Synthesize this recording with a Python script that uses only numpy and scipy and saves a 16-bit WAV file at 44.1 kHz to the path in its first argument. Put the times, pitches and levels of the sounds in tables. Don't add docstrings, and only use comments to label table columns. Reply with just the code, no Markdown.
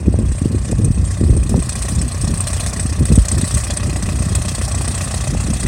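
import sys
import numpy as np
from scipy import signal
from scipy.fft import rfft, irfft, next_fast_len
from scipy.io import wavfile

SR = 44100
rng = np.random.default_rng(int(sys.argv[2]) if len(sys.argv) > 2 else 0)


def int16_out(signal):
    q = np.round(np.clip(np.atleast_2d(signal).T, -1, 1) * 32767)
    wavfile.write(sys.argv[1], SR, q.astype(np.int16))


N = 250047
TIME_S = np.arange(N) / SR

# time in seconds, firings per second.
FIRING_RATE = [(0.0, 31.76), (0.5, 29.99), (1.0, 30.67), (1.4, 31.16), (1.8, 30.63), (2.3, 30.87),
               (2.8, 30.59), (3.3, 31.02), (3.8, 30.89), (4.3, 30.61), (4.9, 30.27), (5.67, 30.86)]
# lateness of bark and clatter in seconds, thud, bark and
# clatter gains in dB, clatter decay in seconds, clack gain in dB.
CYLINDER_TRAITS = [(0.0021, -11.5, -5.5, 17.5, 0.021, -7), (0.0036, -6.5, -6, 14.5, 0.025, -4),
                   (0.0024, -5.5, -2.5, 16, 0.047, -0.5), (0.00076, -10, -9, 12.5, 0.022, -21)]
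# time in seconds, ping gain in dB, crack gain in dB.
HARD_BLOWS = [(0.186, -27.5, -45), (0.317, -20.5, -46), (0.446, -17.5, -47), (0.711, -16.5, -30.5),
              (0.844, -17, -34.5), (1.364, -18.5, -43), (1.492, -20, -30.5), (1.623, -14.5, -44),
              (1.691, -12, -21), (1.753, -13, -25.5), (1.882, -17, -30), (2.013, -19, -24),
              (2.373, -19, -49), (2.404, -11, -32), (2.469, -18, -22.5), (2.529, -16, -21.5),
              (2.6, -16, -30), (2.661, -12, -21), (2.731, -29, -24.5), (2.795, -19, -24.5),
              (3.052, -14, -25), (3.154, -13.5, -30), (3.252, -21, -29), (3.282, -18, -24.5),
              (3.314, -11, -32), (3.379, -12, -27), (3.411, -14, -25), (3.44, -14, -32),
              (3.569, -15.5, -32), (3.703, -15.5, -18.5), (3.769, -12, -21), (4.023, -21, -27),
              (4.087, -18, -28), (4.35, -8.5, -24), (4.48, -19, -25), (4.547, -16, -38), (4.745, -15, -30),
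              (4.876, -12.5, -23), (5.272, -15.5, -30), (5.534, -18.5, -41)]
# time in seconds, bark gain in dB, clatter gain in dB.
APPROACH_GAINS = [(0.1, -51, -49.5), (0.4, -48, -43), (0.9, -50, -44.5), (1.43, -46.5, -39.5),
                  (1.8, -38, -33.5), (2.18, -38.5, -36), (2.61, -34, -30.5), (3.0, -38, -36),
                  (3.58, -33, -29.5), (3.9, -34.5, -36), (4.74, -33, -32.5), (5.1, -31.5, -31),
                  (5.35, -35, -37.5), (5.6, -34.5, -33)]
# time in seconds, swish gain in dB, pop gain in dB.
BARK_BALANCE = [(1.2, 0, 0.5), (1.9, -7, -5), (4.2, -11, -6)]
# time in seconds, gain in dB.
THUD_GAIN = [(0, -20.5), (1, -23), (1.8, -25.5), (2.6, -22.5), (3.6, -24.5), (4.8, -21.5), (5.67, -24)]
SIZZLE_GAIN = [(0, -43.5), (1.1, -36), (2.6, -41)]
SLIPSTREAM_GAIN = [(0.15, -54.5), (0.39, -41), (0.5, -57), (0.68, -36), (0.9, -58), (1.12, -35.5),
                   (1.3, -53), (5.2, -36.5)]
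# frequency in Hz, relative density in dB.
THUD_SPECTRUM = [(31, -38.5), (61, 2.5), (92, 4.5), (122, -1), (153, -32.5), (184, -10.5), (215, -10.5),
                 (245, -15.5), (275, -20), (360, -21.5), (800, -33)]
BARK_SPECTRUM = [(200, -8.5), (340, -5.5), (450, -7.5), (620, 0), (880, -4.5), (960, -4), (1120, -1.5),
                 (1400, -8.5), (1950, -6), (2260, -12.5), (2550, -8.5), (3100, -17), (5000, -18),
                 (12000, -36.5)]
CLATTER_SPECTRUM = [(1200, -14), (3000, -13), (4300, -10.5), (5000, -7.5), (6000, -9), (7400, -10.5),
                    (8100, 1), (8800, -0.5), (9100, -1.5), (9600, -7), (10200, -13.5), (11100, -16),
                    (11500, -22), (16000, -24.5)]
CRACK_SPECTRUM = [(1700, 7), (3100, -1), (4300, 0.5), (7500, 8.5), (9600, 5), (11100, -5), (11600, -31),
                  (16000, -27)]
# frequency in Hz, width in Hz, relative gain in dB.
PIPE_MODES = [(586.4, 32, 8.5), (774, 100, 0.5), (1109, 67, 4), (1930, 90, 1), (2547, 98, 1)]
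METAL_MODES = [(2500, 57, -5), (3320, 24, 5), (3610, 116, -3.5), (4205, 100, 3.5), (4860, 63, 0),
               (5470, 62, 4), (6023, 110, 4), (6800, 260, -1)]
PING_MODES = [(7884, 216, 5.5), (8410, 395, 9.5), (8662, 320, 10)]
# frequency in Hz, width in Hz, depth from 0 to
SPECTRAL_GAPS = [(2236, 87, 0.63), (9150, 84, 0.13)]
# time in seconds, delay in ms.
ECHO_DELAY = [(0, 1.84), (1, 1.56), (2, 1.66), (5.67, 1.52)]
# start in seconds, length in seconds, strength in dB.
WIND_GUSTS = [(0.065, 0.24, -19.5), (0.516, 0.032, -19), (0.702, 0.031, -18.5), (0.79, 0.094, -19),
              (0.97, 0.076, -20.5), (1.207, 0.22, -18), (1.495, 0.086, -16.5), (1.933, 0.086, -22),
              (2.21, 0.14, -22), (2.997, 0.029, -16), (3.105, 0.071, -15), (3.333, 0.053, -20),
              (3.54, 0.025, -19), (3.782, 0.62, -26), (5.288, 0.083, -21.5), (5.45, 0.06, -21.5),
              (5.617, 0.05, -25)]
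# frequency in Hz, relative density in dB.
RUMBLE_SPECTRUM = [(28, -18), (42, -9.5), (62, -3), (90, -5.5), (130, -12), (200, -24)]
FLUTTER_SPECTRUM = [(60, -2.5), (100, -5), (150, 1), (220, -2.5), (320, -10), (500, -20), (800, -37),
                    (1500, -52)]
# time in seconds, relative peak in dB, width in seconds.
WIND_EDDIES = [(0.083, 0.5, 0.0012), (.142, -9, 0.00064), (0.19, -11.5, 0.00074), (0.419, -5.5, 0.0014),
               (0.458, -0.5, 0.0012), (0.548, -6, 0.0011), (.73, -10, 0.00064), (.87, -11.5, 0.0011),
               (0.906, -1.5, 0.0019), (1.213, -3, 0.0011), (1.239, -6.5, 0.0012), (1.296, -7, 0.0011),
               (1.305, 1.5, 0.0037), (1.329, -11, 0.00096), (1.543, -8, 0.00047), (2.282, -8, 0.0024),
               (2.855, -6, 0.0017), (3.118, -7, 0.00094), (3.18, 4, 0.002), (3.192, -4, 0.0061),
               (3.435, -4.5, 0.0016), (4.033, -8, 0.0019), (4.267, -5, 0.0021), (5.35, -12.5, 0.0005),
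               (5.486, -9.5, 0.0013)]


def firings(start_phase=.15):
    phase = start_phase + np.cumsum(curves(FIRING_RATE)[0]) / SR
    count = np.arange(int(phase[-1]) + 1)
    cylinders = np.array(CYLINDER_TRAITS)[count % len(CYLINDER_TRAITS)]
    return np.interp(count, phase, TIME_S), *cylinders.T


def thud(times_s, db, uneven_db=1.35, lag_s=.00213):
    pulses = np.zeros(N)
    onsets = np.clip((times_s + lag_s) * SR, 0, N - 1).astype(int)
    pulses[onsets] = from_db(db + rng.normal(0, uneven_db, len(times_s)))
    boom = colour(pulses, THUD_SPECTRUM)
    return unit_rms(boom - 2 * resonate(boom, hz=122, width_hz=16))


def bark(times_s, db, gas_lead_s=.0054, pop_lead_s=.0052):
    swish_db, pop_db = curves(BARK_BALANCE)
    strength_db = db + rng.normal(0, 1.6, len(times_s))
    gate = bursts(times_s - gas_lead_s, strength_db, rise_s=.004, decay_s=.012)
    gas = np.hypot(gate, from_db(swish_db)) * noise()
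    pop_s = times_s - pop_lead_s
    pops = bursts(pop_s, strength_db, rise_s=.002, decay_s=.007) * noise()
    pipe = ring(pops, PIPE_MODES, pop_s, vary_db=1.2, detune=.012, rise_per_s=.008)
    return unit_rms(colour(gas, BARK_SPECTRUM)) + from_db(pop_db) * unit_rms(pipe)


def clatter(times_s, db, decay_s, spit_floor_db=-20, tick_floor_db=-22, grain_db=2):
    spit_spread, tick_spread, jitter = rng.standard_normal((len(times_s), 3)).T
    spit_gate = bursts(times_s, db + 2 * spit_spread, rise_s=.00059, decay_s=decay_s)
    spit = np.hypot(spit_gate, from_db(spit_floor_db)) * from_db(grain_db * drift(480)) * noise()
    tick_s = times_s + .0034 + .00014 * jitter
    tick_gate = bursts(tick_s, db + 1.5 * tick_spread, rise_s=.0014, decay_s=.0074)
    ticks = np.hypot(tick_gate, from_db(tick_floor_db)) * noise()
    metal = ring(ticks, METAL_MODES + PING_MODES, times_s)
    return from_db(1) * unit_rms(colour(spit, CLATTER_SPECTRUM)) + from_db(-1) * unit_rms(metal)


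def clacks(times_s, db, lag_s=.00052, uneven_db=2):
    blow_s = times_s + lag_s
    ping_db = db + rng.normal(0, uneven_db, len(times_s))
    crack_db = ping_db - 5
    for blow in HARD_BLOWS:
        nearest = np.argmin(np.abs(times_s - blow[0]))
        blow_s[nearest], ping_db[nearest], crack_db[nearest] = blow
    grit = unit_rms(noise())
    gate = bursts(blow_s, crack_db, rise_s=.0028, decay_s=.0065)
    crack = from_db(-1) * gate * unit_rms(colour(grit, CRACK_SPECTRUM))
    metal = from_db(-4.5) * ring(gate * grit, METAL_MODES, blow_s)
    ping_force = bursts(blow_s, ping_db, rise_s=.002, decay_s=.006) * noise()
    return crack + metal + ring(ping_force, PING_MODES, blow_s)


def sizzle(times_s):
    return from_db(curves(SIZZLE_GAIN)[0]) * ring(noise(), PING_MODES[1:], times_s)


def squeal(start_s=.32, length_s=.11, gain_db=-39, tones_hz=(8500, 8740), width_hz=60):
    sounding = (TIME_S > start_s) & (TIME_S < start_s + length_s)
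    gate = low_pass(sounding.astype(float), hz=100)
    tones = sum(resonate(resonate(noise(), hz, width_hz), hz, width_hz) for hz in tones_hz)
    return from_db(gain_db) * gate * unit_rms(tones)


def slipstream(times_s):
    phase = np.interp(TIME_S, times_s, np.arange(len(times_s)))
    throb = 1 + .5 * np.sin(2 * np.pi * phase)
    hiss = unit_rms(colour(noise(), CRACK_SPECTRUM))
    return from_db(curves(SLIPSTREAM_GAIN)[0]) * throb * hiss


def notch(x):
    for hz, width_hz, depth in SPECTRAL_GAPS:
        x = x - depth * resonate(x, hz, width_hz)
    return x


def flicker(x, depth=.3, rate_hz=22, band_hz=450):
    centres_hz = np.arange(6, 22) * band_hz
    return x + sum(depth * drift(rate_hz) * resonate(x, hz, band_hz) for hz in centres_hz)


def tarmac_echo(x, gain=.17, cutoff_hz=3500):
    delay_s = curves(ECHO_DELAY)[0] / 1000
    return x + gain * np.interp(TIME_S - delay_s, TIME_S, low_pass(x, cutoff_hz, order=1))


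def gust_strength_db(release_s, attack_s=.026, breeze_db=-29.5):
    power = from_db(breeze_db) ** 2
    for start_s, length_s, db in WIND_GUSTS:
        attack = np.clip((TIME_S - start_s) / attack_s + 1, 0, 1)
        release = np.exp(-np.clip((TIME_S - start_s - length_s) / release_s, 0, 20))
        power = power + (from_db(db) * attack * release) ** 2
    return 10 * np.log10(power)


def wind(lump_db=8.5, lump_hz=34.5):
    flutter_db = gust_strength_db(release_s=.019) - 1
    lingering_db = gust_strength_db(release_s=.038)
    rumble_db = -20.5 + .89 * (lingering_db - lingering_db.mean())
    rumble = unit_rms(colour(noise(), RUMBLE_SPECTRUM))
    lumps = noise() * from_db(lump_db * np.tanh(drift(lump_hz)))
    flutter = unit_rms(colour(lumps, FLUTTER_SPECTRUM))
    return from_db(rumble_db) * rumble + from_db(flutter_db) * flutter


def eddies(gain_db=-2, wake_gain=.15, wake_lag_widths=5):
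    pressure = np.zeros(N)
    for time_s, db, width_s in WIND_EDDIES:
        for gain, lag_widths in ((1, 0), (wake_gain, wake_lag_widths)):
            offset = (TIME_S - time_s) / width_s - lag_widths
            near = np.abs(offset) < 4
            push_pull = -np.sqrt(2 * np.e) * offset[near] * np.exp(-offset[near] ** 2)
            pressure[near] += gain * from_db(db + gain_db) * push_pull
    return pressure


def bursts(times_s, db, rise_s, decay_s):
    power = np.zeros(N)
    for start_s, gain, fall_s in zip(times_s, from_db(db), np.broadcast_to(decay_s, len(times_s))):
        first = max(int(start_s * SR), 0)
        span = slice(first, first + SR // 10)
        age_s = np.maximum(TIME_S[span] - start_s, 0)
        rise = np.minimum(age_s / rise_s, 1)
        fall = np.exp(-np.maximum(age_s - rise_s, 0) / fall_s)
        power[span] += (gain * rise * fall) ** 2
    return np.sqrt(power)


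def ring(force, modes, times_s, vary_db=2.2, detune=.011, rise_per_s=0):
    edges = np.unique(np.clip(np.r_[0, times_s * SR, N], 0, N).astype(int))
    spread = rng.standard_normal((2 * len(times_s), len(modes), 2))
    out, force = np.zeros(N), force + 1e-18
    for k, (hz, width_hz, db) in enumerate(modes):
        state = np.zeros(2)
        for start, end, (louder, higher) in zip(edges, edges[1:], spread[:, k]):
            pitch_hz = hz * (1 + detune * higher + rise_per_s * (start - N / 2) / SR)
            drive = force[start:end] * from_db(db + vary_db * louder)
            part, state = signal.lfilter(*resonator(pitch_hz, width_hz), drive, zi=state)
            out[start:end] += part * (-1) ** k
    power = sum(from_db(db) ** 2 * np.pi * width_hz / SR for _, width_hz, db in modes)
    return out / np.sqrt(power)


def resonator(hz, width_hz):
    r = np.exp(-np.pi * width_hz / SR)
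    return (1 - r * r) / 2 * np.array([1, 0, -1]), [1, -2 * r * np.cos(2 * np.pi * hz / SR), r * r]


def resonate(x, hz, width_hz):
    return signal.lfilter(*resonator(hz, width_hz), x)


def colour(x, spectrum):
    size = 2 * next_fast_len(N // 2 + SR // 4)
    hz, db = np.transpose(spectrum)
    hz, db = np.r_[hz[0] / 2, hz, hz[-1] * 2], np.r_[db[0] - 20, db, db[-1] - 40]
    grid_hz = np.maximum(np.fft.rfftfreq(size, 1 / SR), 1)
    gain = from_db(np.interp(np.log(grid_hz), np.log(hz), db)) / np.maximum(grid_hz / hz[-1], 1)
    cepstrum = irfft(np.log(gain))
    cepstrum[1:size // 2] *= 2
    cepstrum[size // 2 + 1:] = 0
    return irfft(rfft(x, size) * np.exp(rfft(cepstrum)))[:N]


def low_pass(x, hz, order=2):
    return signal.sosfilt(signal.butter(order, hz, fs=SR, output="sos"), x)


def noise():
    return rng.standard_normal(N)


def drift(hz):
    return unit_rms(low_pass(rng.standard_normal(N + SR), hz)[SR:])


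def curves(rows):
    times_s, *columns = np.transpose(rows)
    return [np.interp(TIME_S, times_s, column) for column in columns]


def from_db(db):
    return 10 ** (np.asarray(db) / 20)


def unit_rms(x):
    return x / np.sqrt(np.mean(x ** 2) + 1e-20)


def scene():
    times_s, late_s, thud_db, bark_db, clatter_db, decay_s, clack_db = firings()
    bark_gain_db, clatter_gain_db = curves(APPROACH_GAINS)
    exhaust = from_db(curves(THUD_GAIN)[0]) * thud(times_s, thud_db)
    rasp = from_db(bark_gain_db + 2.18) * bark(times_s + late_s, bark_db)
    rattle = from_db(clatter_gain_db - .5) * clatter(times_s + late_s, clatter_db, decay_s)
    clack_gain_db = np.interp(times_s, TIME_S, clatter_gain_db) + 9
    knocks = clacks(times_s, clack_db + clack_gain_db)
    aeroplane = rasp + rattle + knocks + sizzle(times_s) + squeal() + slipstream(times_s)
    return (exhaust + tarmac_echo(flicker(notch(aeroplane))) + wind() + eddies())[None]


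def record(dry, low_cut_hz=38, high_cut_hz=15900):
    thinned = signal.sosfilt(signal.butter(6, low_cut_hz, "high", fs=SR, output="sos"), dry)
    clipped = 1.02 * thinned / (1 + thinned ** 8) ** (1 / 8)
    return signal.sosfilt(signal.ellip(12, .1, 90, high_cut_hz, fs=SR, output="sos"), clipped)


dry = scene()
out = record(dry)
int16_out(out)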